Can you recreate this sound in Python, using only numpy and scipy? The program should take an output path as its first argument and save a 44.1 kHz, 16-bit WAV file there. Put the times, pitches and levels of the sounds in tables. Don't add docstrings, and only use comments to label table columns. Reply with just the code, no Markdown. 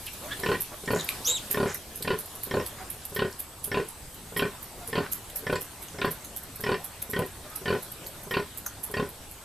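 import sys
import numpy as np
from scipy import signal
from scipy.fft import rfft, irfft
from scipy.io import wavfile
from scipy.ndimage import uniform_filter1d

SR = 44100
rng = np.random.default_rng(int(sys.argv[2]) if len(sys.argv) > 2 else 0)


def gain_from_decibels(decibels):
    exponent = np.asarray(decibels, float) / 20
    return 10 ** exponent


def transcribe(u):
    v = np.clip(np.atleast_2d(u).T, -1, 1)
    q = np.round(v * 32767).astype(np.int16)
    wavfile.write(sys.argv[1], SR, q)


N = 416304


def evened(x):
    return x / np.sqrt(np.mean(x ** 2) + 1e-20)


def read(points, hz):
    f, value = np.transpose(points)
    return np.interp(np.log(hz + 1), np.log(f + 1), value)


def add(mix, s, sound):
    part = mix[..., round(s * SR):][..., :sound.shape[-1]]
    part += sound[..., :part.shape[-1]]


def panned(x, db):
    return x * gain_from_decibels(np.array([[db], [-db]]) / 2)


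def ring(x, hz, width):
    return signal.lfilter(*signal.iirpeak(hz, hz / width, SR), x)


def knock(effort_db, *shares_db):
    # (f/Hz, width/Hz, level/dB)
    chest_modes = [(95, 60, -11), (152, 50, -6), (215, 70, -6.5), (410, 44, 1), (465, 50, -4.5),
                   (545, 55, -9), (690, 80, -15)]
    snout_modes = [(1025, 45, 1), (1480, 55, -1.5)]
    shut_modes = [(1820, 70, 0), (2150, 150, -7), (3200, 200, -9), (5300, 250, -12)]
    open_modes = [(2460, 110, 0), (2700, 200, 0), (2980, 200, -1), (3550, 300, -6), (4400, 220, -6),
                  (1620, 90, -2)]
    t = np.arange(3500) / SR
    onset = 70
    puff = rng.standard_normal(len(t)) * np.exp(-t / .013) * (t > onset / SR)
    slaps = signal.unit_impulse(len(t), onset)
    slaps[rng.integers(250, 800, 2)] = .3 * rng.standard_normal(2)
    out = 1.5 * np.exp(-((t - .0016) / .0004) ** 2 / 2)
    cavities = (chest_modes, snout_modes, shut_modes, open_modes)
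    breath = (.07, .07, .09, .3)
    looseness = (1, .9, 1.2, 1.5)
    for modes, db, air, loose in zip(cavities, (-.6, *shares_db), breath, looseness):
        drive = slaps + air * puff
        part = 0
        for hz, width, mode_db in modes:
            a, b = rng.standard_normal(2)
            hz = hz * (1 + .012 * loose * b)
            steep = ring(ring(drive, hz, width), hz, 3.0 * width)
            part = part + gain_from_decibels(mode_db + 2.3 * loose * a) * evened(steep)
        out = out + gain_from_decibels(db) * part / np.sqrt(np.mean(part[:1150] ** 2))
    return gain_from_decibels(effort_db - 1) * out


def sigh(effort_db):
    level_db, t60_s, centre_hz, width_hz = -21, .45, 1700, 2400
    t = np.arange(12000) / SR
    air = evened(ring(rng.standard_normal(len(t)), centre_hz, width_hz))
    return gain_from_decibels(effort_db + level_db - 60 * t / t60_s) * np.minimum(t / .03, 1) * air


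def sow():
    # (first knock t/s, gap between knocks/s, length/s, gape level/dB, closing snap level/dB)
    grunts = [(.432, .0273, .109, 1, 8), (.875, .028, .084, -5, -4), (1.542, .0285, .114, -5, -4),
              (2.046, .028, .084, 5, -1), (2.509, .029, .087, -11, 2), (3.16, .029, .087, 2, -3),
              (3.714, .0275, .082, 1.5, -3), (4.362, .029, .087, 7, -1), (4.927, .025, .075, 1.5, -.6),
              (5.465, .030, .09, -3.5, 7), (5.984, .0295, .088, 7, 1.5), (6.636, .0262, .105, 1, 9),
              (7.132, .0285, .085, -5, -1.5), (7.655, .0231, .092, 2, -3.5), (8.308, .029, .087, 8, -.6),
              (8.938, .0285, .085, .6, -5)]
    # (effort level/dB, nose level/dB, shut mouth level/dB, open mouth level/dB, share of gape [0-1])
    course = [
        (-8, -5.5, .5, -10, .1),
        (-4.2, -4, -10.5, -5.5, 1),
        (.3, -6.5, -17.5, -13.5, .6),
        (-4, -9.5, -12, -16, .1),
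    ]
    first_effort_db, tiring_db_per_s = -24.5, .2
    chest_loss, nose_gain = .35, .5
    snap_ahead = .35
    muffled_s, muffle_db = (2.046, 5.984), -3
    lead_s, lead_db, trail_db = .041, -17, -16
    out = np.zeros(N)
    for start, gap, length, gape_db, snap_db in grunts:
        last = round(length / gap)
        effort_db = first_effort_db - tiring_db_per_s * start
        for k in range(last + 1):
            push, nose, shut, wide, share = course[-1 if k == last else min(k, 2)]
            snap_share = (k == last) + snap_ahead * (k == last - 1)
            more = share * gape_db + snap_db * snap_share
            push = push - chest_loss * more * (k in (1, last))
            if k == 0 and np.isclose(start, muffled_s, atol=.02).any():
                push, more = push + muffle_db, 2 * muffle_db
            thud = knock(effort_db + push, nose + nose_gain * more, shut + more, wide + more)
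            add(out, start + k * gap, thud)
        add(out, start + length, sigh(effort_db))
        add(out, start - lead_s, knock(effort_db + lead_db, -12, -25, -30))
        add(out, start + (last + 1) * gap, knock(effort_db + push + trail_db, -5, -10, -12))
    return signal.sosfilt(signal.butter(6, 5700, fs=SR, output="sos"), out)


def smacks(rows, pan_db, drawl):
    # (f/Hz, level/dB per Hz)
    wet_colour = [(2940, -52), (5000, -22), (7040, -18), (9770, -8), (10600, -2), (12300, -1), (14000, -4),
                  (14500, -24), (15100, -54)]
    t60_s, rise_s, size = .1, .012, 4096
    out = np.zeros((2, N))
    t, hz = np.arange(size) / SR, np.fft.rfftfreq(size, 1 / SR)
    for s, db in rows:
        a, b, c = rng.standard_normal((3, size))
        spatter = gain_from_decibels(5.2 * evened(uniform_filter1d(c, 40)))
        build, thinning = gain_from_decibels(3200 / drawl * (t - rise_s)), gain_from_decibels(-60 * (t - rise_s) / (drawl * t60_s))
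        shape = np.minimum(thinning, build)
        bumps_db = 3.2 * evened(uniform_filter1d(rng.standard_normal(len(hz)), 70))
        colour_db = np.maximum(read(wet_colour, hz), -21 - 30 * (hz < 1500)) + bumps_db
        stereo = np.array([a + .6 * b, a - .6 * b])
        ticks = irfft(rfft(stereo * spatter) * gain_from_decibels(colour_db))
        smack = gain_from_decibels(db + .4) * ticks * shape / abs(ticks.mean(0) * shape).max()
        add(out, s - rise_s, panned(smack, pan_db))
    return out


def pops():
    # (t/s, peak level/dB, ring f/Hz, t60/s, second ring f/Hz)
    lip_pops = [(.397, -33, 4300, .04, 400), (.859, -33, 7200, .03, 5500), (1.0899, -12, 2650, .007, 3900),
                (1.749, -28, 1800, .07, 5900), (2.0253, -22, 4500, .03, 8200),
                (2.6614, -36, 4400, .05, 3600), (3.327, -35, 5200, .03, 7000), (5.30, -35, 3570, .03, 7000),
                (5.5558, -26, 4440, .05, 7500), (5.8845, -31, 6400, .03, 3000),
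                (6.2477, -34, 6500, .04, 4000), (7.0184, -34, 3800, .04, 6500),
                (8.0426, -38, 3040, .04, 6000), (8.064, -34, 4430, .04, 7000),
                (8.6627, -23, 6420, .06, 1300)]
    second_db = -3
    out, t = np.zeros(N), np.arange(3000) / SR
    for s, db, hz, t60, other_hz in lip_pops:
        drive = (t == 0) + .2 * rng.standard_normal(len(t)) * gain_from_decibels(-60 * t / t60)
        first, second = (evened(ring(ring(drive, f, 700), f, 1300)) for f in (hz, other_hz))
        spit = evened(ring(drive, 7000, 9000))
        sound = first + gain_from_decibels(second_db) * second + .5 * spit
        add(out, s, gain_from_decibels(db + .8) * sound / abs(sound).max())
    return out


def whistle(hz, rough, overtones_db):
    a, b = (evened(uniform_filter1d(v, 40))[:len(hz)] for v in rng.standard_normal((2, 8000)))
    phase = 2 * np.pi * np.cumsum(hz * (1 + .09 * rough * a)) / SR
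    tone = 0
    for k, db in enumerate(overtones_db, 1):
        tone = tone + gain_from_decibels(db) * np.sin(k * phase) * (k * hz < 14500)
    return evened(tone * (1 + rough * b))


def squeaks():
    # (t/s, length/s, first f/Hz, last f/Hz, level/dB)
    clear_squeaks = [(.305, .04, 1600, 1830, -36), (.305, .04, 3150, 3600, -38),
                     (.975, .045, 1750, 1750, -42), (.985, .04, 4150, 3600, -35),
                     (1.26, .08, 480, 500, -42), (2.79, .055, 740, 760, -44), (4.8, .06, 690, 700, -48),
                     (7.44, .04, 600, 600, -48), (7.44, .17, 1150, 1330, -52)]
    hoarse_squeaks = [(.058, .02, 4500, 4000, -46), (.06, .035, 3300, 2300, -40), (.2, .11, 480, 720, -43),
                      (.27, .05, 1500, 1750, -46), (.71, .045, 560, 620, -42), (1.26, .07, 3300, 3500, -36),
                      (1.66, .09, 6800, 6600, -44)]
    rasping_squeaks = [(1.64, .11, 1400, 1700, -40), (2.76, .09, 1300, 1700, -48),
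                       (5.0, .09, 1200, 1500, -43)]
    out = np.zeros(N)
    for rows, rough in ((clear_squeaks, .5), (hoarse_squeaks, 1.1), (rasping_squeaks, 2.5)):
        for s, length, first_hz, last_hz, db in rows:
            hz = np.linspace(first_hz, last_hz, round(length * SR))
            tone = whistle(hz, rough, (0, -8 - hz[0] / 300, -14 - hz[0] / 300))
            add(out, s, gain_from_decibels(db) * tone * signal.windows.tukey(len(hz), .6))
    return out


def creak():
    # (t/s, clicks [count], gap/s, f/Hz, width/Hz, level/dB)
    s, clicks, gap, hz, width, db = (.948, 6, .0125, 7000, 700, -25)
    t = np.arange(5000) / SR
    breath = rng.standard_normal(len(t)) * np.exp(-(t % gap) / .003) * (t < clicks * gap)
    rattle = ring(breath, hz, width)
    out = np.zeros(N)
    add(out, s, gain_from_decibels(db) * rattle / abs(rattle).max())
    return out


def squeal():
    # (t/s, f/Hz, level/dB)
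    low_path = [(1.255, 3200, -42), (1.28, 3750, -30), (1.305, 3700, -29), (1.335, 3920, -31),
                (1.365, 3700, -29), (1.38, 3000, -38), (1.395, 1900, -48)]
    high_path = [(1.243, 4000, -40), (1.252, 5600, -33), (1.275, 6400, -26), (1.305, 7200, -26),
                 (1.325, 7700, -33)]
    voices = ((low_path, .14, (0, -3, -18), .25), (high_path, .33, (0, -9), .6))
    out = np.zeros(N)
    for rows, rough, overtones_db, throb in voices:
        s, hz, db = np.transpose(rows)
        t = np.arange(s[0], s[-1], 1 / SR)
        beat = 1 + throb * np.cos(2 * np.pi * 230 * t)
        tone = whistle(np.interp(t, s, hz), rough, overtones_db) * beat
        add(out, s[0], gain_from_decibels(np.interp(t, s, db)) * tone * signal.windows.tukey(len(t), .1))
    return out


def shed(x, apart):
    # (f/Hz, t60/s)
    wall_decay = [(100, .2), (500, .17), (2000, .2), (6000, .18), (14000, .12)]
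    taps = np.zeros((2, SR // 2))
    grid = np.arange(300, SR // 2 - 20, 20)
    at = grid + rng.integers(0, 20, (2, len(grid)))
    np.put_along_axis(taps, at, rng.choice([-1., 1.], at.shape), 1)
    taps = np.array([taps[0] + apart * taps[1], taps[0] - apart * taps[1]])
    hz, t, z = signal.stft(taps, SR, nperseg=256)
    tail = signal.istft(z * gain_from_decibels(-60 * t / read(wall_decay, hz)[:, None]), SR, nperseg=256)[1]
    return signal.oaconvolve(x[None], tail / np.linalg.norm(tail[0]), axes=1)[:, :N]


def yard():
    # (f/Hz, level/dB per Hz)
    yard_colour = [(12, -32), (20, -5), (72, 1.5), (164, -6), (459, -10), (844, -10), (2170, -17),
                   (3670, -17), (5720, -20), (7330, -19), (7970, -17.5), (8660, -18), (11800, -17),
                   (13900, -20), (15100, -48)]
    # (f/Hz, likeness [0-1])
    likeness = [(30, .86), (80, .96), (500, .94), (2000, .68), (5000, .38), (12000, .4)]
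    # (t/s, stir level/dB)
    litter_stir = [(0, -1), (.47, 3), (.73, -2), (1.13, 5), (1.31, 1.5), (1.55, 3), (1.84, -2), (2.6, 1.5),
                   (3.52, -3), (4.86, .7), (7.3, -1), (7.78, 1.2), (8.4, -.5), (9.44, -2.5)]
    level_db = -46
    high_follow, settle_db, settle_s = .8, 4, 2.5
    frames, hz = N // 256 + 5, np.fft.rfftfreq(1024, 1 / SR)
    a, b, c, d, patches = rng.standard_normal((frames, 513, 5)).T
    patches = evened(uniform_filter1d(uniform_filter1d(patches, 10, 0), 10, 1))
    patch_depth = (.4 + .6 * np.clip(hz / 500, 0, 1))[:, None]
    t = np.arange(frames) * 256 / SR
    low = np.interp(t, *np.transpose(litter_stir))
    high = high_follow * low + settle_db * np.exp(-(t / settle_s) ** 2)
    high_share, reach = (np.clip(np.log2((hz + 1) / f), 0, 1)[:, None] for f in (1700, 75))
    swell_db = reach * ((1 - high_share) * low + high_share * high)
    same = np.clip(read(likeness, hz), -1, 1)[:, None]
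    left = a + 1j * b
    right = same * left + np.sqrt(1 - same ** 2) * (c + 1j * d)
    z = np.array([left, right])
    z *= gain_from_decibels(read(yard_colour, hz)[:, None] + 2.2 * patches * patch_depth + swell_db)
    return gain_from_decibels(level_db + 2.5) * evened(signal.istft(z, nperseg=1024, noverlap=768)[1][:, :N])


def cicada():
    # (t/s, level/dB)
    song = [(0, -62), (2.7, -62), (3.2, -55), (4.6, -55), (4.9, -59), (5.6, -56), (9.44, -56)]
    s, db = np.transpose(song)
    a, b = evened(ring(ring(rng.standard_normal((2, N)), 8100, 330), 8100, 330))
    return gain_from_decibels(np.interp(np.arange(N) / SR, s, db) - 1.4) * np.array([a, .6 * a + .8 * b])


def scene():
    # (t/s,
    # peak level/dB)
    steady_sucks = [(.6095, -15), (1.271, -19), (1.5105, -14), (1.7454, -18), (1.9589, -23), (2.1894, -21),
                    (2.435, -17), (2.6633, -20), (2.9028, -21), (3.1497, -23), (3.3947, -22), (3.6441, -19),
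                    (3.8876, -29), (4.3735, -22), (4.6294, -24), (4.8758, -20), (5.1233, -17),
                    (5.3612, -18), (5.6126, -21), (5.8237, -30), (6.113, -19), (6.3664, -22), (6.6064, -22),
                    (6.8453, -23), (7.1038, -22), (7.5597, -23), (7.8291, -26), (8.0691, -24), (8.575, -24),
                    (8.8383, -18)]
    other_sucks = [(.0638, -25), (.1341, -31), (.3985, -28), (.9178, -25), (1.0445, -26), (1.0899, -19),
                   (2.0243, -24), (2.2583, -28), (2.354, -29), (3.054, -23), (3.0984, -34), (3.3104, -37),
                   (4.145, -33), (5.2994, -32), (5.5248, -33), (6.0541, -29), (6.2482, -31), (6.4343, -31),
                   (6.559, -26), (7.0219, -19), (7.1906, -22), (7.2634, -29), (7.5028, -38), (7.9189, -25),
                   (8.2337, -34), (8.313, -30), (8.6632, -21), (8.9141, -29), (9.09, -34), (9.3142, -29)]
    mother = sow()
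    sucking = smacks(steady_sucks, pan_db=-4.2, drawl=1.2) + smacks(other_sucks, pan_db=-2.2, drawl=.65)
    litter = pops() + squeaks() + creak() + squeal()
    echo = shed(gain_from_decibels(-10) * mother, .23) + shed(gain_from_decibels(-8) * litter + gain_from_decibels(-10) * sucking.mean(0), .6)
    return panned(mother, -.2) + panned(litter, -.9) + sucking + echo + yard() + cicada()


def top_cut(x):
    return signal.sosfilt(signal.butter(12, 15230, fs=SR, output="sos"), x)


def record(dry):
    edge = signal.firwin(255, 14350, window=("kaiser", 5), fs=SR)
    return top_cut(signal.oaconvolve(dry, edge[None], "same"))


dry = scene()
out = record(dry)
transcribe(out)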